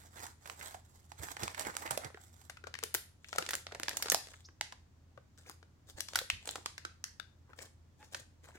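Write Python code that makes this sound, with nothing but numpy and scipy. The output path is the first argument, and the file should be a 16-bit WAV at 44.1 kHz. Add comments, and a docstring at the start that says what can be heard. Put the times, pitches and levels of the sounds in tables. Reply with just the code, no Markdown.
"""A cat eats a dry treat close to the microphone, in a quiet room with a hard floor; an appliance hums far off.
First something crinkly, likely the treat pouch, rubs and snaps off to the right, with dull handling bumps.
Then wet lip smacks and bursts of bites: each snap is a cluster of fractures ringing a hollow and a hard piece.
Crumbs grind as noisy slips; lips squeak as chirps; later the tongue licks in slips between smacks and bites.
The smacks and bites sway left and right with the head; a floor bounce and a short tail answer."""
import sys
import numpy as np
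from scipy import signal
from scipy.fft import rfft, irfft, next_fast_len
from scipy.io import wavfile
from scipy.ndimage import uniform_filter1d, map_coordinates

SR = 44100
rng = np.random.default_rng(int(sys.argv[2]) if len(sys.argv) > 2 else 0)


def wav_record(signal):
    """Record a signal, one row per channel, as 16-bit PCM in the file named by sys.argv[1]."""
    frames = np.transpose(np.atleast_2d(signal))
    bounded = np.clip(frames, -1, 1)
    # unit amplitude maps onto the largest positive 16-bit level
    quanta = np.round(bounded * 32767).astype(np.int16)
    wavfile.write(sys.argv[1], SR, quanta)


N = 378373
TOP_HZ = 16200  # band limit of the microphone chain


def amp(db):
    """Decibels to gain."""
    return 10 ** (np.asarray(db) / 20)


def unit(x):
    """x at rms 1."""
    return x / np.sqrt(np.mean(x ** 2) + 1e-20)


def along(points, hz):
    """(Hz, value) points read on a log frequency axis."""
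    f, v = np.transpose(points)
    return np.interp(np.log(hz + 1), np.log(f + 1), v)


def wobble(rate, n=N):
    """A smooth random curve of n samples, rate knots a second."""
    knots = rng.standard_normal(int(n * rate / SR) + 4)
    return map_coordinates(knots, [np.arange(n) * rate / SR])


def filtered(x, response):
    """x times a complex response of frequency."""
    n = x.shape[-1]
    m = next_fast_len(n + 2048)
    return irfft(rfft(x, m) * response(np.fft.rfftfreq(m, 1 / SR)), m)[..., :n]


def add(track, s, x):
    """Mix x into the track from time s."""
    part = track[:, max(round(s * SR), 0):][:, :x.shape[-1]]
    part += x[..., :part.shape[-1]]


def band(hz, low_hz, high_hz, order):
    """Gain of a band with a gentle low edge and a top edge of the given order."""
    low_edge = hz / np.hypot(hz, low_hz)
    return low_edge / np.sqrt(1 + (hz / high_hz) ** (2 * order))


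def resonance(hz, centre_hz, q, skirt=3):
    """Gain of one damped resonance whose far skirts fall away."""
    u = hz / centre_hz
    peak = u / np.hypot(q * (1 - u * u), u)
    return peak * band(hz, centre_hz / skirt, centre_hz * skirt, order=1)


def causal(gain):
    """The response with this magnitude that rings only after the blow (minimum phase)."""
    cepstrum = irfft(np.log(np.maximum(gain, 1e-5 * gain.max())))
    half = len(cepstrum) // 2
    fold = np.r_[1, np.full(half - 1, 2), 1, np.zeros(half - 1)]
    return np.exp(rfft(cepstrum * fold))


def placed(pair, side_db):
    """The nearer microphone port hears a sound louder and earlier; positive side_db is left."""
    sides = np.array([[.5], [-.5]])
    gains = unit(amp(sides * side_db))
    left_lead = np.interp(side_db, [-7, 0, 3], [-4.3e-4, 0, 1.6e-4])  # s
    return filtered(pair, lambda hz: gains * np.exp(2j * np.pi * hz * sides * left_lead))


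def snaps(table, first, scatter, hollow_q, ring_q, snap_low_hz, stretch, rise):
    """A main break amid a short cluster of tiny fractures; they ring a hollow and a hard piece."""
    out, size, lead = np.zeros((2, N)), 2048, 128  # samples
    t, hz = (np.arange(size) - lead) / SR, np.fft.rfftfreq(size, 1 / SR)
    for s, spread, hollow_hz, hollow_db, ring_hz, ring_db, snap_db, top_hz, side_db in table:
        grains = rng.standard_normal((3, size)) * amp(2.3 * rng.standard_normal(size))
        swell = np.exp(np.minimum(t / rise, -t / (stretch * spread)))
        # the small fractures radiate differently to each port
        cluster = unit((grains[:1] + scatter * grains[1:]) * swell)
        main_break = first * unit(1. * (t == 0))
        force = rfft(cluster + main_break)
        # the cluster keeps its fine ripple, but the ringing parts set the broad colour
        force = force / np.sqrt(uniform_filter1d(np.mean(np.abs(force) ** 2, 0), size=41))
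        hollow = amp(hollow_db) * unit(resonance(hz, hollow_hz, hollow_q, skirt=5.5))
        ring = amp(ring_db) * unit(resonance(hz, ring_hz, ring_q))
        snap = amp(snap_db) * unit(band(hz, snap_low_hz, top_hz, order=4))
        colour = np.sqrt(hollow ** 2 + ring ** 2 + snap ** 2)
        add(out, s - lead / SR, placed(irfft(force * causal(colour)), side_db))
    return out


def small_snaps(strokes, count, spread_s, hollow_hz, ring_hz, over_db, snap_db, top_hz, vary_db):
    """Rows of chance little snaps, a few in each stroke, their strength following the stroke's."""
    rows = []
    for s, length, body_db, fizz_db in strokes:
        for when, (size, hollow, ring) in zip(rng.random(count), rng.standard_normal((count, 3))):
            db = over_db + vary_db * size
            rows.append((s + when * length, spread_s,
                         hollow_hz * 2 ** (0.25 * hollow), body_db + db,
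                         ring_hz * 2 ** (0.1 * ring), body_db + db,
                         fizz_db + db + snap_db, top_hz))
    return rows


def effort(strokes, attack_s, release_s, swell_db):
    """Body and fizz gains: a stroke sets in, shifts by swell_db and lets go (20 dB per attack or release)."""
    t, gains = np.arange(N) / SR, np.zeros((2, N))
    for s, length, *levels in strokes:
        near = slice(*np.searchsorted(t, [s - 4 * attack_s, s + length + 4 * release_s]))
        u = t[near] - s
        edges = 20 * np.minimum(0, np.minimum(u / attack_s, (length - u) / release_s))
        shape = edges + swell_db * (np.clip(u / length, 0, 1) - .5)
        gains[:, near] = np.maximum(gains[:, near], amp(np.array(levels)[:, None] + shape))
    return gains


def pops(n, rate, pitch_hz, octaves, cycles, size_db):
    """n samples of scattered little pops, each a few cycles at its own pitch."""
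    count = max(int(rate * n / SR), 2)
    when = ((np.arange(count) + rng.random(count)) * n / count).astype(int)[:, None]
    pitch, size = rng.standard_normal((2, count, 1))
    k = np.arange(SR // 50)
    turns = np.clip(pitch_hz * 2 ** (octaves * pitch), 350, 9000) * k / SR
    rings = np.sin(2 * np.pi * turns) * np.exp(-turns / cycles)
    rings = rings / np.linalg.norm(rings, axis=1, keepdims=True) * amp(size_db * np.clip(size, -2, 1.5))
    return unit(np.bincount((when + k).ravel(), rings.ravel(), n + len(k))[:n])


def friction(gains, colours, grain_db, flutter_db, scatter, side_db, pop_rate, pop_share):
    """Rubbing: a dense run of tiny slips, with a dull body, a bright fizz and separate pops."""
    slips = unit(amp(grain_db * wobble(1500) + flutter_db * wobble(70)))

    def slipping(colour):
        noise = rng.standard_normal((3, N))
        ports = noise[:1] + scatter * noise[1:]  # shared part and each port's own part
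        return unit(filtered(slips * ports, lambda hz: amp(along(colour, hz))))

    body, fizz = [slipping(colour) for colour in colours]
    share = np.clip(pop_share, 0, 1)
    popping = pops(N, pop_rate, pitch_hz=1250, octaves=.85, cycles=2.3, size_db=3)
    body = np.sqrt(1 - share) * body + np.sqrt(share) * popping
    return placed(body * gains[0] + fizz * gains[1], side_db)


def patchy(x, depth_db, width_hz, life_s):
    """A surface that changes shape: its resonances form and fade at chance pitches."""
    hz, t, z = signal.stft(x, SR, nperseg=512)
    grid = np.meshgrid(hz / width_hz, t / life_s, indexing='ij')
    field = map_coordinates(rng.standard_normal((200, 600)), grid, order=1, mode='wrap')
    return signal.istft(z * unit(amp(depth_db * unit(field))), SR, nperseg=512)[1][:, :N]


def head_side(s):
    """Left-right dB of the mouth at time s, as the head turns and sways before the microphone."""
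    # path of the head: (time [s], left over right [dB])
    head_path = [(2.15, -2), (2.5, 3.5), (2.77, 8.5), (2.85, 1.5), (3.0, 3), (3.27, 6), (3.5, -0.5),
                 (4.1, -1.5), (4.6, -1.5), (5.4, 7), (6.0, 5), (6.16, 0), (6.3, 2.5), (6.85, -3.5),
                 (7.2, 14), (7.6, 11), (8.14, -1), (8.45, 6)]
    return np.interp(s, *np.transpose(head_path))


def room_tone(hum_hz, hum_db, air_db):
    """A wavering appliance hum, a lone sine, over faint air noise partly shared by the two ports."""
    # colour of the still air: (frequency [Hz], relative level per Hz [dB])
    air_colour = [(20, -14.5), (50, 0), (80, 2), (120, 1.5), (180, -7), (280, -9), (450, -17.5),
                  (1000, -20.5), (2800, -29.5), (7000, -30.5), (10000, -41.5), (16000, -41)]
    # what the ports share: (frequency [Hz], left-right likeness [0 to 1])
    likeness = [(100, .93), (300, 0.52), (1400, 0.025)]

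    def mid_side_gains(hz):
        turn = np.arccos(np.clip(along(likeness, hz), -1, 1)) / 2
        return amp(along(air_colour, hz)) * [np.cos(turn), np.sin(turn)]

    mid, side = filtered(rng.standard_normal((2, N)), mid_side_gains)
    phase = 2 * np.pi * np.cumsum(hum_hz + 2.224 * wobble(9)) / SR
    hum = amp(hum_db + 1.4 * wobble(7.6)) * unit(np.sin(phase))
    return hum + amp(air_db) * unit(np.array([mid + side, mid - side]))


def bumps():
    """Soft dull knocks of handling off to the right: decaying noise through one low resonance."""
    # handling knocks: (time [s], level [dB], pitch [Hz], time to fall 60 dB [s])
    knocks = [(1.195, -58, 92, .2), (1.425, -53.5, 105, .18), (1.903, -61.5, 150, 0.25),
              (2.045, -60.5, 125, 0.085), (3.383, -66.5, 160, .1), (4.121, -62.5, 200, .12),
              (5.945, -65.5, 65, 0.17), (6.326, -61, 58, 0.28)]
    out, t = np.zeros((2, N)), np.arange(SR // 3) / SR
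    for s, db, pitch_hz, t60 in knocks:
        rumble = filtered(rng.standard_normal(len(t)), lambda hz: resonance(hz, pitch_hz, q=2.8))
        knock = unit(rumble * amp(-60 * t / t60) * (1 - np.exp(-t / 0.0041)))
        add(out, s, placed(amp(db) * knock, side_db=-6.5))
    return out


def room(x, wet_db, floor_db, floor_delay, build):
    """A quick bounce off the floor, then a diffuse tail; both are drawn anew each quarter second."""
    # decay of the room: (frequency [Hz], time to fall 60 dB [s])
    decay = [(150, 0.18), (700, 0.25), (2000, 0.37), (5500, 0.32), (10000, 0.35), (16000, 0.14)]
    # colour of the tail: (frequency [Hz], relative level [dB])
    tail_colour = [(100, -11), (350, 1.5), (700, 1.5), (1100, -2.5), (1700, -1.5), (2800, -1), (4400, 2),
                   (8000, -1), (16000, 2)]
    out, block = np.zeros((2, N)), SR // 4
    for start in range(0, N, block):
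        near = x[:, start:start + block]
        # the room answers about equally on both sides
        near = np.array([unit(port) for port in near]) * np.sqrt(np.mean(near ** 2))
        hz, t, z = signal.stft(rng.standard_normal((2, SR // 2)), SR, nperseg=256)
        shape = amp(along(tail_colour, hz)[:, None] - 60 * t / along(decay, hz)[:, None])
        tail = signal.istft(z * shape, SR, nperseg=256)[1]
        tail = tail * (1 - np.exp(-np.arange(tail.shape[1]) / SR / build))
        answer = amp(wet_db) * tail / np.linalg.norm(tail[0])
        for port, delay in zip(answer, floor_delay * rng.uniform(0.99, 1.9, 2)):
            port[round(delay * SR)] += amp(floor_db)
        add(out, start / SR, signal.fftconvolve(near, answer, axes=1))
    return out


def pouch():
    """The pouch off to the right: sharp folds snap while its surface rubs in strokes."""
    # sharp folds: (time [s], spread before stretch [s], hollow [Hz], relative hollow level [dB],
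    # ring [Hz], relative ring level [dB], relative snap level [dB])
    sharp_folds = [(0.2552, .0035, 950, -24.5, 6440, -32, -38), (0.267, 0.0026, 1560, -26, 7100, -24, -39),
                   (0.4584, 0.0015, 1030, -29, 1700, -25.5, -36),
                   (0.4989, 0.00056, 1110, -21.5, 2220, -20.5, -24),
                   (.612, 0.0098, 600, -42, 1800, -20, -34), (.7452, 0.0029, 720, -20, 7500, -32, -41),
                   (1.1188, 0.0017, 860, -24.5, 1900, -36, -29), (1.2862, 0.0019, 880, -27, 1630, -22, -31),
                   (1.3681, 0.0018, 830, -22, 1730, -18, -25.5),
                   (1.3955, 0.0011, 1080, -28, 1900, -44, -29.5),
                   (1.4337, 0.0028, 360, -17.5, 5500, -19, -12.5),
                   (1.48, .0007, 1010, -14.5, 2200, -17, -19.5),
                   (1.5469, 0.0027, 1820, -19.5, 6600, -33, -25.5),
                   (1.579, 0.0027, 930, -21.5, 1630, -20, -36),
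                   (1.5955, 0.0012, 700, -23, 8100, -14, -14.5), (1.7526, .0015, 560, -26, 1500, -25, -27),
                   (1.7681, 0.00048, 1360, -14.5, 7660, -12.5, -17.5),
                   (1.8768, 0.0015, 930, -35, 2130, -19.5, -38),
                   (1.909, .0035, 825, -8.5, 8460, -9.5, -14.5),
                   (1.976, .0016, 580, -11, 10300, -17, -13.5),
                   (2.0468, 0.0025, 418, -23.5, 2000, -36, -19.5)]
    # strokes of rubbing: (time [s], length [s], relative body level [dB], relative fizz level [dB])
    rubs = [(0, 0.061, -63.5, -63.5), (.165, .11, -52.5, -54.5), (.45, 0.076, -58.5, -57.5),
            (.6, 0.15, -56, -55.5), (.85, 0.35, -75.5, -72), (1.205, 0.11, -53.5, -53.5),
            (1.425, 0.016, -44.5, -48), (1.46, 0.043, -51.5, -56), (1.585, 0.039, -48, -49),
            (1.645, .05, -43, -52), (1.74, 0.092, -54, -57), (1.83, 0.11, -48, -55.5),
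            (2.025, 0.031, -49, -66), (2.18, 0.29, -71, -67)]
    # dull part, then bright part: (frequency [Hz], relative level per Hz [dB])
    rub_colours = [
        [(100, -23.5), (300, -2.5), (450, -5), (560, -3.5), (800, 1.5), (1100, -3.5), (1400, -0.5), (2100, -4),
         (3000, -24), (5000, -27)],
        [(2000, -22), (3300, 1.5), (4900, 0.5), (6000, 2), (7600, 7.5), (9500, -2.5), (13000, -1.5),
         (16000, -7.5)],
    ]
    fold_top_hz, pouch_side_db = 8500, -6
    folds = [(*row, fold_top_hz) for row in sharp_folds]
    folds += small_snaps(rubs, count=2, spread_s=0.0031, hollow_hz=900, ring_hz=1800,
                         over_db=17, snap_db=2.5, top_hz=12000, vary_db=6.0)
    crinkles = snaps([(*row, pouch_side_db) for row in folds], first=0.65, scatter=1.0,
                     hollow_q=2.9, ring_q=3.8, snap_low_hz=1500, stretch=1.9, rise=0.00068)
    pressure = effort(rubs, attack_s=0.052, release_s=0.049, swell_db=1)
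    rubbing = friction(pressure, rub_colours, grain_db=5.0, flutter_db=4.0, scatter=1.0,
                       side_db=pouch_side_db, pop_rate=190, pop_share=0.14)
    return amp(1) * crinkles + amp(1) * patchy(rubbing, depth_db=2.5, width_hz=200, life_s=.02)


def lip_squeak(rough, count):
    """Air squeezed through wet lips chirps upward: a rough sine with a few overtones."""
    # squeaks: (time [s], length [s], start pitch [Hz], rise [Hz/s], level of the fundamental at its
    # height [dB], loss per overtone [dB])
    squeaks = [(4.439, 0.037, 4380, 55000, -51.5, 28), (7.984, 0.076, 841, 604, -58, 5.5)]
    out = np.zeros((2, N))
    for s, length, start_hz, rise_hz_per_s, db, loss_db in squeaks:
        t = np.arange(int(length * SR)) / SR
        hz = (start_hz + rise_hz_per_s * t) * (1 + rough * wobble(2200, SR)[:len(t)])
        phase = 2 * np.pi * np.cumsum(hz) / SR
        tone = np.zeros(len(t))
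        for k in range(count):
            in_band = (k + 1) * hz < TOP_HZ
            tone += amp(db - loss_db * k) * np.sin((k + 1) * phase) * in_band
        add(out, s, signal.windows.hann(len(t)) * tone)
    return out


def licking():
    """The tongue wipes the lips in short wet strokes: noisy slips and pops, a little to the left."""
    # strokes of the tongue: (time [s], length [s], relative body level [dB], relative fizz level [dB])
    licks = [(5.38, 0.1, -72.5, -70.5), (5.465, 0.048, -55, -55), (5.892, 0.013, -65.5, -60),
             (5.98, 0.02, -57.5, -59), (7.495, 0.01, -59, -76), (7.59, 0.071, -58.5, -56.5),
             (8.01, 0.066, -69.5, -64), (8.125, 0.093, -63.5, -59.5), (8.448, 0.075, -61.5, -63.5),
             (8.56, 0.022, -57, -66)]
    # dull part, then bright part: (frequency [Hz], relative level per Hz [dB])
    lick_colours = [
        [(100, -16.5), (280, 1), (520, 2), (880, -8.5), (1150, -8), (1700, -1.5), (2700, -13), (5000, -32)],
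        [(2000, -18.5), (3500, 2.5), (5000, 1), (7300, 5), (10000, -4), (14500, -9.5), (16000, -11)],
    ]
    pressure = effort(licks, attack_s=0.021, release_s=0.029, swell_db=-1.5)
    wipes = friction(pressure, lick_colours, grain_db=5.5, flutter_db=6, scatter=1.0,
                     side_db=2.5, pop_rate=120, pop_share=0.21)
    return amp(2) * patchy(wipes, depth_db=2.5, width_hz=220, life_s=.03)


def smacking():
    """The lips part with a wet pop, and the hollow of the mouth rings on."""
    # soft smacks: (time [s], mouth [Hz], relative mouth level [dB], ring [Hz],
    # relative ring level [dB], relative snap level [dB])
    smacks = [(2.1027, 493, -32.5, 1300, -33, -47), (2.1449, 395, -29, 1700, -26.5, -43),
              (2.1733, 720, -32, 1400, -30, -57), (2.571, 1360, -29.5, 2400, -32, -35),
              (2.6403, 378, -29, 1500, -23.5, -35.5), (2.7525, 1200, -36, 1850, -20, -27),
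              (2.829, 500, -23, 1200, -29, -24), (3.245, 1850, -29, 2550, -27.5, -60),
              (3.3517, 686, -24, 1600, -33, -35), (4.34, 1250, -33, 1910, -31.5, -42.5),
              (4.4876, 332, -42, 1450, -33, -61), (5.1761, 490, -28, 1210, -29, -63),
              (5.6287, 520, -31, 1430, -36.5, -40), (5.982, 536, -28, 1700, -33, -38),
              (6.215, 510, -23, 1100, -32, -26.5), (6.5816, 363, -25, 800, -34, -46),
              (7.533, 850, -34.5, 1350, -31, -54), (7.5896, 500, -29, 1893, -28.5, -28.5),
              (8.028, 501, -38, 1640, -34, -40), (8.4877, 810, -29.5, 1500, -43, -42)]
    spread_s, top_hz = .0022, 6000  # crackle length before stretch; top edge of the snap
    rows = [(s, spread_s, *tone, top_hz, head_side(s)) for s, *tone in smacks]
    return amp(1.5) * snaps(rows, first=.4, scatter=.7, hollow_q=6, ring_q=4.5,
                            snap_low_hz=1100, stretch=1.3, rise=.0004)


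def chewing():
    """Teeth crack the treat in fracture clusters; crumbs grind and break between the bites."""
    # cracks of the treat: (time [s], spread before stretch [s], mouth [Hz], relative mouth level [dB],
    # ring [Hz], relative ring level [dB], relative snap level [dB], top edge of the snap [Hz])
    cracks = [(2.4979, 0.0031, 710, -29, 1630, -22, -21.5, 9350),
              (2.6701, 0.0039, 507, -22, 1350, -20.5, -26, 7200),
              (2.741, 0.00096, 1500, -35, 1840, -17, -19.5, 5900),
              (2.789, 0.0012, 1130, -42, 2020, -22, -21.5, 7800),
              (2.8369, .0014, 416, -19.5, 1740, -17, -9.5, 11700),
              (2.9426, 0.0008, 584, -20.5, 11900, -10, -11, 19900),
              (2.9481, 0.0024, 356, -19.5, 1600, -12, -3.5, 19900),
              (3.2864, 0.0006, 1580, -56, 5460, -31, -48, 12800),
              (3.3295, 0.0017, 537, -20.5, 1500, -15, -19, 6250),
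              (3.3604, 0.0014, 655, -21.5, 2100, -32, -20, 9000),
              (3.3838, 0.0026, 553, -9.5, 1350, -6.5, -7.5, 10000),
              (3.425, 0.0011, 342, -28, 2170, -22, -18, 4900),
              (3.4642, .0011, 390, -38, 1990, -29, -18.5, 6700),
              (3.49, 0.0024, 353, -22.5, 1750, -16.5, -12.5, 9000),
              (3.5077, 0.0028, 1810, -17, 2800, -28, -11.5, 19900),
              (3.5341, .0022, 466, -27, 1500, -14, -13, 6630),
              (3.5395, .002, 480, -21, 1600, -15.5, -14.5, 11000),
              (3.5532, 0.00048, 1660, -20, 7300, -13, -13, 19900),
              (3.6679, 0.0014, 630, -27, 1160, -32, -19, 5170),
              (3.7231, 0.00056, 366, -28.5, 1300, -31, -27, 5500),
              (3.7487, .0023, 660, -22, 2020, -25, -22.5, 7760),
              (3.799, 0.00076, 352, -24, 1500, -19.5, -19.5, 10300),
              (3.8332, 0.00093, 550, -20.5, 1900, -19.5, -12.5, 7800),
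              (3.883, 0.0011, 580, -17, 1620, -12.5, -9.5, 5900),
              (3.8934, 0.00076, 1800, -38, 5100, -17.5, -13.5, 11900),
              (3.911, .0017, 605, -28.5, 1900, -21.5, -33, 6000),
              (3.932, .0015, 450, -28.5, 2000, -30.5, -24.5, 8000),
              (3.9702, 0.0025, 770, -27, 6700, -10.5, -12.5, 13350),
              (4.0246, .0026, 1895, -16.5, 5200, -11.5, -10, 15900),
              (4.0585, 0.0027, 450, -20.5, 1430, -23, -18, 7560),
              (4.07, .0015, 1500, -25, 4500, -30, -25, 8000),
              (4.0841, .0019, 1340, -20, 4500, -27, -16.5, 6600),
              (4.1003, 0.00069, 730, -21, 6400, -1, -11, 10400),
              (4.1195, .0032, 500, -13.5, 1800, -9, -1, 18100),
              (4.1461, 0.00095, 730, -6, 5080, -4.5, -6, 12900),
              (4.6115, 0.00068, 900, -19, 2150, -13, -8.5, 7120),
              (4.7239, .0022, 965, -23, 2020, -31.5, -26.5, 6300),
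              (5.377, .0011, 1500, -44, 5400, -41, -45, 9000),
              (5.497, .0009, 351, -32, 1210, -25.5, -25, 15260),
              (6.0059, 0.0014, 1993, -30, 5600, -15.5, -10.5, 10900),
              (6.0855, 0.0022, 1320, -34, 5100, -24, -21, 7600),
              (6.1483, 0.0016, 327, -41, 3470, -24.5, -27, 7000),
              (6.1571, 0.0021, 1530, -5.5, 5000, -9, -5, 11900),
              (6.1893, 0.0015, 1700, -14, 3800, -10.5, -12, 19750),
              (6.3012, 0.0012, 1880, -11.5, 2670, -4.5, -10.5, 7300),
              (6.4563, .0012, 890, -34, 8000, -27, -29, 6340),
              (6.4746, 0.0031, 456, -26, 7600, -17, -21.5, 4300),
              (6.4912, 0.00046, 790, -21, 3750, -14, -21, 6300),
              (6.51, 0.0016, 1500, -37, 7450, -19, -40, 9000),
              (6.5573, 0.00074, 474, -23, 1180, -19, -18.5, 8200),
              (6.6601, 0.0014, 517, -24, 1160, -16.5, -11, 7760),
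              (6.7805, 0.0013, 1750, -21, 4670, -29, -22, 6940),
              (6.8508, 0.0017, 327, -29, 1350, -16, -18, 6440),
              (7.0415, 0.00053, 1750, -18.5, 5530, -13, -22.5, 8500),
              (7.199, 0.0013, 1460, -18.5, 3720, -21.5, -25.5, 4960),
              (8.1466, 0.0026, 635, -31, 1500, -17, -14.5, 7230)]
    # crumbs between the teeth: (time [s], length [s], relative body level [dB], relative fizz level [dB])
    grinds = [(3.285, 0.067, -73, -57), (3.36, 0.18, -58.5, -58), (3.7, .12, -59, -68.5),
              (3.86, 0.25, -53.5, -58), (4.2, .14, -68, -61), (6.13, .06, -58.5, -51.5),
              (6.46, 0.11, -57.5, -56)]
    # dull part, then bright part: (frequency [Hz], relative level per Hz [dB])
    mouth_colours = [
        [(100, -13.5), (280, 1), (520, -4), (880, 0), (1150, -17), (1700, -3.5), (2700, -13.5), (5000, -30.5)],
        [(2000, -18.5), (3500, 6), (5000, -4.5), (7300, 6.5), (10000, -11.5), (14500, -10.5), (16000, -10.5)],
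    ]
    scraps = small_snaps(grinds, count=4, spread_s=.0011, hollow_hz=550, ring_hz=1700,
                         over_db=26, snap_db=-0.5, top_hz=8000, vary_db=3.5)
    rows = [(*row, head_side(row[0])) for row in [*cracks, *scraps]]
    bites = snaps(rows, first=0.32, scatter=0.94, hollow_q=3.46, ring_q=5.0,
                  snap_low_hz=1100, stretch=1.4, rise=0.00036)
    pressure = effort(grinds, attack_s=0.069, release_s=0.12, swell_db=1)
    crumbs = friction(pressure, mouth_colours, grain_db=5.5, flutter_db=3.0, scatter=0.46,
                      side_db=2.0, pop_rate=64, pop_share=0.65)
    return amp(1.5) * bites + amp(-2.5) * crumbs


def scene():
    """The quiet background, the close sounds and the room's answer to them."""
    background = room_tone(hum_hz=84.0, hum_db=-64.5, air_db=-65) + bumps()
    close = pouch() + lip_squeak(rough=0.11, count=4) + licking() + smacking() + chewing()
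    echo = room(close, wet_db=-9.5, floor_db=-24.5, floor_delay=.005, build=0.0022)  # times in s
    return background + close + echo


def record(dry):
    """The microphone chain cuts steeply above its band limit."""
    return filtered(dry, lambda hz: 1 / np.sqrt(1 + (hz / TOP_HZ) ** 120))


dry = scene()
out = record(dry)
wav_record(out)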